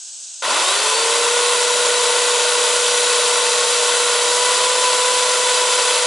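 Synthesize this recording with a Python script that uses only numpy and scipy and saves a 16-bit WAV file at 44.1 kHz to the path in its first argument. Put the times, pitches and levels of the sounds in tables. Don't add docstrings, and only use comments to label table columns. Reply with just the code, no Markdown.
import sys
import numpy as np
from scipy import signal
from scipy.fft import rfft, irfft, next_fast_len
from scipy.io import wavfile
from scipy.ndimage import uniform_filter1d

SR = 44100
rng = np.random.default_rng(int(sys.argv[2]) if len(sys.argv) > 2 else 0)


def dump(signal):
    limited = np.clip(np.atleast_2d(signal).T, -1, 1)
    pcm = np.round(limited * 32767).astype(np.int16)
    wavfile.write(sys.argv[1], SR, pcm)


N = 267246
T = np.arange(N) / SR
TRIGGER_S = .424
FREER_S = (3.84, 4.9)
LINKS_PER_TURN, MAINS_RIPPLE_HZ = .932, 120


def undb(db):
    return 10 ** (np.asarray(db) / 20)


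def unit(x):
    return x / np.sqrt(np.mean(x ** 2))


def walk(rate):
    hold = max(int(SR / rate), 2)
    steps = rng.standard_normal(4096)[np.arange(N) // hold % 4096]
    return unit(uniform_filter1d(uniform_filter1d(steps, hold), hold))


def bell(hz, centre, width):
    return 1 / (1 + (2 * (hz - centre) / width) ** 2)


def colour(x, points, modes=()):
    size = next_fast_len(N + 8192)
    f = np.fft.rfftfreq(size, 1 / SR)
    hz, db = np.transpose(points)
    shape_db = np.interp(np.log(f + 1), np.log(hz), db)
    for centre, width, lift in modes:
        shape_db += lift * bell(f, centre, width)
    cepstrum = irfft(np.log(undb(shape_db)), size)
    cepstrum[1:size // 2] *= 2
    cepstrum[size // 2 + 1:] = 0
    response = np.exp(rfft(cepstrum, size))
    return unit(irfft(rfft(x, size) * response, size)[..., :N])


def tone(turns, db, flutter_db, wobble):
    peak = np.sqrt(2) * undb(db + flutter_db * walk(14))
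    return peak * np.sin(2 * np.pi * turns + wobble * walk(18))


def orders(turns, table, flutter_db, wobble):
    freer = np.interp(T, FREER_S, (0, 1))
    return sum(tone(order * turns, tight_db + (free_db - tight_db) * freer, flutter_db, wobble)
               for order, tight_db, free_db in table)


def spread(mid, side, side_db):
    return mid + undb(side_db) * side * np.array([[1], [-1]])


def cicadas():
    # f/Hz, relative level/dB
    chorus = [(1900, -76), (2300, -28), (2650, -19.5), (3800, -14.5), (5000, -10.5), (6000, -8), (6400, -3),
              (7450, -7), (8150, -2), (8600, -14), (9000, -22), (9650, -19), (10200, -21), (11000, -31)]
    sizzle = colour(rng.standard_normal((2, N)), chorus)
    swell_db = .5 * walk(11) + .63 * walk(200)
    return undb(-34) * spread(*sizzle * undb(swell_db), side_db=-12)


def distant_air():
    # f/Hz, relative level/dB
    bed = [(25, -24), (70, -18), (200, -7.5), (700, 3), (1350, -0.5), (1530, 9), (1800, -2), (3000, 1),
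           (11000, -14)]
    return undb(-57) * spread(*colour(rng.standard_normal((2, N)), bed), side_db=0)


def shaft():
    # share of speed still missing, time constant/s
    spin_up = [(.245, .056), (.61, .26)]
    # t/s, f/Hz
    free_speed = [(1.6, 489), (2.1, 486.2), (3.2, 486.8), (3.45, 484.9), (3.97, 485.2), (4.15, 482.2),
                  (4.6, 497.9), (4.8, 499), (5.65, 496.8), (6.06, 494.8)]
    since = np.maximum(T - TRIGGER_S, 0)
    reached = 1 - sum(share * np.exp(-since / lag_s) for share, lag_s in spin_up)
    return np.interp(T, *np.transpose(free_speed)) * reached, reached


def chain(links, scatter_db=.8, worn_db=2.2, slack=.35, count=56, chatter_s=.0013):
    timing, force = rng.standard_normal((4096, 2)).T
    wear = rng.standard_normal(count)
    link = np.arange(1, int(links[-1]))
    onsets = np.interp(link + slack * timing[link], links, np.arange(N)).astype(int)
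    blows = np.bincount(onsets, undb(scatter_db * force[link] + worn_db * wear[link % count]), N)
    chatter = signal.lfilter([1], [1, -np.exp(-1 / (SR * chatter_s))], blows)
    return unit(chatter * rng.standard_normal(N))


def rattle(reached, turns, teeth=6, torque_db=17.5):
    # f/Hz, relative level/dB
    body = [(30, -43), (130, -33), (250, -22), (380, -8.5), (750, -5), (1750, -6.5), (2900, -3.5),
            (5500, -4), (8000, -1.5), (9200, -4.5), (10900, -4.5)]
    # f/Hz, width/Hz, lift/dB
    body_modes = [(309, 11, 6), (390, 28, 3), (504, 110, 4.5), (583, 182, 9), (780, 40, -1.5),
                  (907, 61, 9.5), (1006.5, 75, 12.3), (1087, 53, 8), (1179, 34, 8.5), (1429, 250, 11),
                  (1730, 55, -2.5), (1958, 280, 6.5), (2597, 360, 5.5), (2790, 83, -1.5), (3155, 390, 5),
                  (3537, 250, 4.3), (3820, 90, -2.5), (3970, 430, 6), (4360, 130, -0.5), (4550, 125, 6.5),
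                  (4880, 130, 3), (5300, 130, 3), (5660, 50, -7), (5800, 180, 3.5), (6200, 110, 1),
                  (6380, 170, -0.5), (6620, 93, -6), (6760, 120, 3.5), (7420, 73, 3)]
    links = LINKS_PER_TURN * turns
    tension = 1 + .021 * np.cos(4 * np.pi * links / teeth) + .043 * np.cos(2 * np.pi * (turns - links))
    clatter = undb(-9) * chain(links)
    fan_air = undb(-3.5) * rng.standard_normal(N)
    ring = colour((clatter + fan_air) * tension, body, body_modes)
    low = signal.sosfilt(signal.butter(1, 2500, fs=SR, output="sos"), ring)
    high = ring - low
    decades = np.log10(reached)
    tilt_db = 1 + 16 * decades + np.interp(T, (1.6, 3.6), (0, 1.97))
    low *= undb(-tilt_db / 2 + .5 * walk(24.97))
    high *= undb(tilt_db / 2 + .43 * walk(28.08))
    jerk_db = torque_db * (1 - reached)
    return (low + high) * undb(-17 + 26.5 * decades + jerk_db)


def bushes(x, t60_s, size=8192):
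    t = np.arange(size) / SR
    echo = rng.standard_normal(size) * undb(-60 * t / t60_s) * (t > .002)
    return signal.fftconvolve(x, echo / np.linalg.norm(echo))[:N]


def armature_hum(hz, reached, turns, swell_s=4.12, attack_s=.24):
    once_db = -48 + 25 * bell(hz, centre=491, width=160) - .5 * (T - TRIGGER_S)
    swell = 1 - np.exp(-np.maximum(T - swell_s, 0) / attack_s)
    octave_db = -38.5 + 20 * np.log10(reached) + swell * (19 - 6.2 * (T - swell_s))
    shudder = .3 * (1 - reached) * walk(110)
    hum = tone(turns + shudder, once_db, flutter_db=.48, wobble=.055)
    hum += tone(2 * turns, octave_db, flutter_db=.6, wobble=.09)
    mains = MAINS_RIPPLE_HZ * T
    hum += .27 * tone(turns + mains, once_db - 2, flutter_db=1.4, wobble=.33)
    hum += tone(2 * turns + mains, np.interp(T, FREER_S, (-37.7, -45.7)), flutter_db=2.2, wobble=.21)
    return hum


def run_up(hz, reached, turns):
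    # shaft order, f/Hz, width/Hz, level/dB
    crossings = [(10, 3750, 850, -30.5), (10, 4550, 150, -32), (2, 912, 50, -35), (3, 640, 130, -28),
                 (3, 850, 190, -29.5), (3, 1110, 160, -25), (4, 1300, 180, -33), (3, 1446, 9, -33)]
    rough = .25 * np.sqrt(1 - reached)
    sung = 0
    for order, centre, width, db in crossings:
        nearness = np.exp(-(2 * (order * hz - centre) / width) ** 2)
        sung += nearness * tone(order * turns + rough * walk(150), db, flutter_db=2.2, wobble=.3)
    return sung


def whine(reached, turns, slow_drop_db=8):
    # shaft order, level/dB, level once running freer/dB
    partials = [(3, -43, -46), (4, -52, -45), (6, -48, -46), (7, -50, -44), (8, -36, -37), (9, -49, -49),
                (10, -42.5, -38.5), (12, -38.5, -42), (14, -37, -43), (18, -45, -49), (20, -35, -45)]
    # t/s, gain/dB
    swells = [(2.4, 1), (2.9, 3), (3.45, 1), (3.75, -3.5), (4.3, .5), (4.95, -1), (5.45, 2)]
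    arrival = np.exp((reached - 1) / .085)
    gain_db = np.interp(T, *np.transpose(swells)) - slow_drop_db * (1 - arrival)
    ripple = 1 + .16 * np.sin(2 * np.pi * MAINS_RIPPLE_HZ * T)
    return orders(turns, partials, flutter_db=1.6, wobble=.084) * undb(gain_db) * ripple


def meshing(hz, turns):
    # multiple of the link rate, added shaft order, level/dB, level once running freer/dB
    mesh = [(1 / 3, 0, -67, -84), (1, 0, -36, -37.5), (2, 0, -34.5, -40), (3, 0, -43.5, -48),
            (1, 2, -39, -48)]
    partials = [(multiple * LINKS_PER_TURN + added, *levels) for multiple, added, *levels in mesh]
    return orders(turns, partials, flutter_db=1.8, wobble=.3) * (hz / hz.max()) ** 6


def draught(hz):
    # f/Hz, relative level/dB
    spectrum = [(25, -1.5), (60, -2), (130, -5), (220, 1.5), (400, -27), (1500, -60)]
    rumble = colour(rng.standard_normal((2, N)), spectrum) * undb(-61.5 + .72 * walk(4.5))
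    return spread(*rumble * np.clip(hz / 470, 0, 1) ** 5, side_db=-20)


def scene(contact_s=.004, lean_db=.29):
    hz, reached = shaft()
    on = np.clip((T - TRIGGER_S) / contact_s + 1, 0, 1)
    turns = np.cumsum(hz * on) / SR
    motor = armature_hum(hz, reached, turns) + whine(reached, turns) + run_up(hz, reached, turns)
    radiated = np.clip(hz / 230, 0, 1) ** 5
    tones = on * radiated * (motor + meshing(hz, turns))
    mid_rattle = on * rattle(reached, turns)
    side_rattle = on * rattle(reached, turns)
    treble = signal.sosfilt(signal.butter(2, 1200, "high", fs=SR, output="sos"), mid_rattle)
    ahead = tones + mid_rattle + undb(-13) * bushes(treble, t60_s=.086)
    around = bushes(side_rattle + .5 * tones, t60_s=.038)
    saw = spread(ahead, around, side_db=-12) + draught(hz * on)
    return saw * undb([[lean_db], [-lean_db]]) + cicadas() + distant_air()


def record(dry, top_hz=11050, edge_hz=100):
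    size = next_fast_len(N + 4096)
    f = np.fft.rfftfreq(size, 1 / SR)
    passed = np.clip((top_hz - f) / edge_hz + .5, 0, 1)
    return irfft(rfft(dry, size) * passed, size)[:, :N]


dry = scene()
out = record(dry)
dump(out)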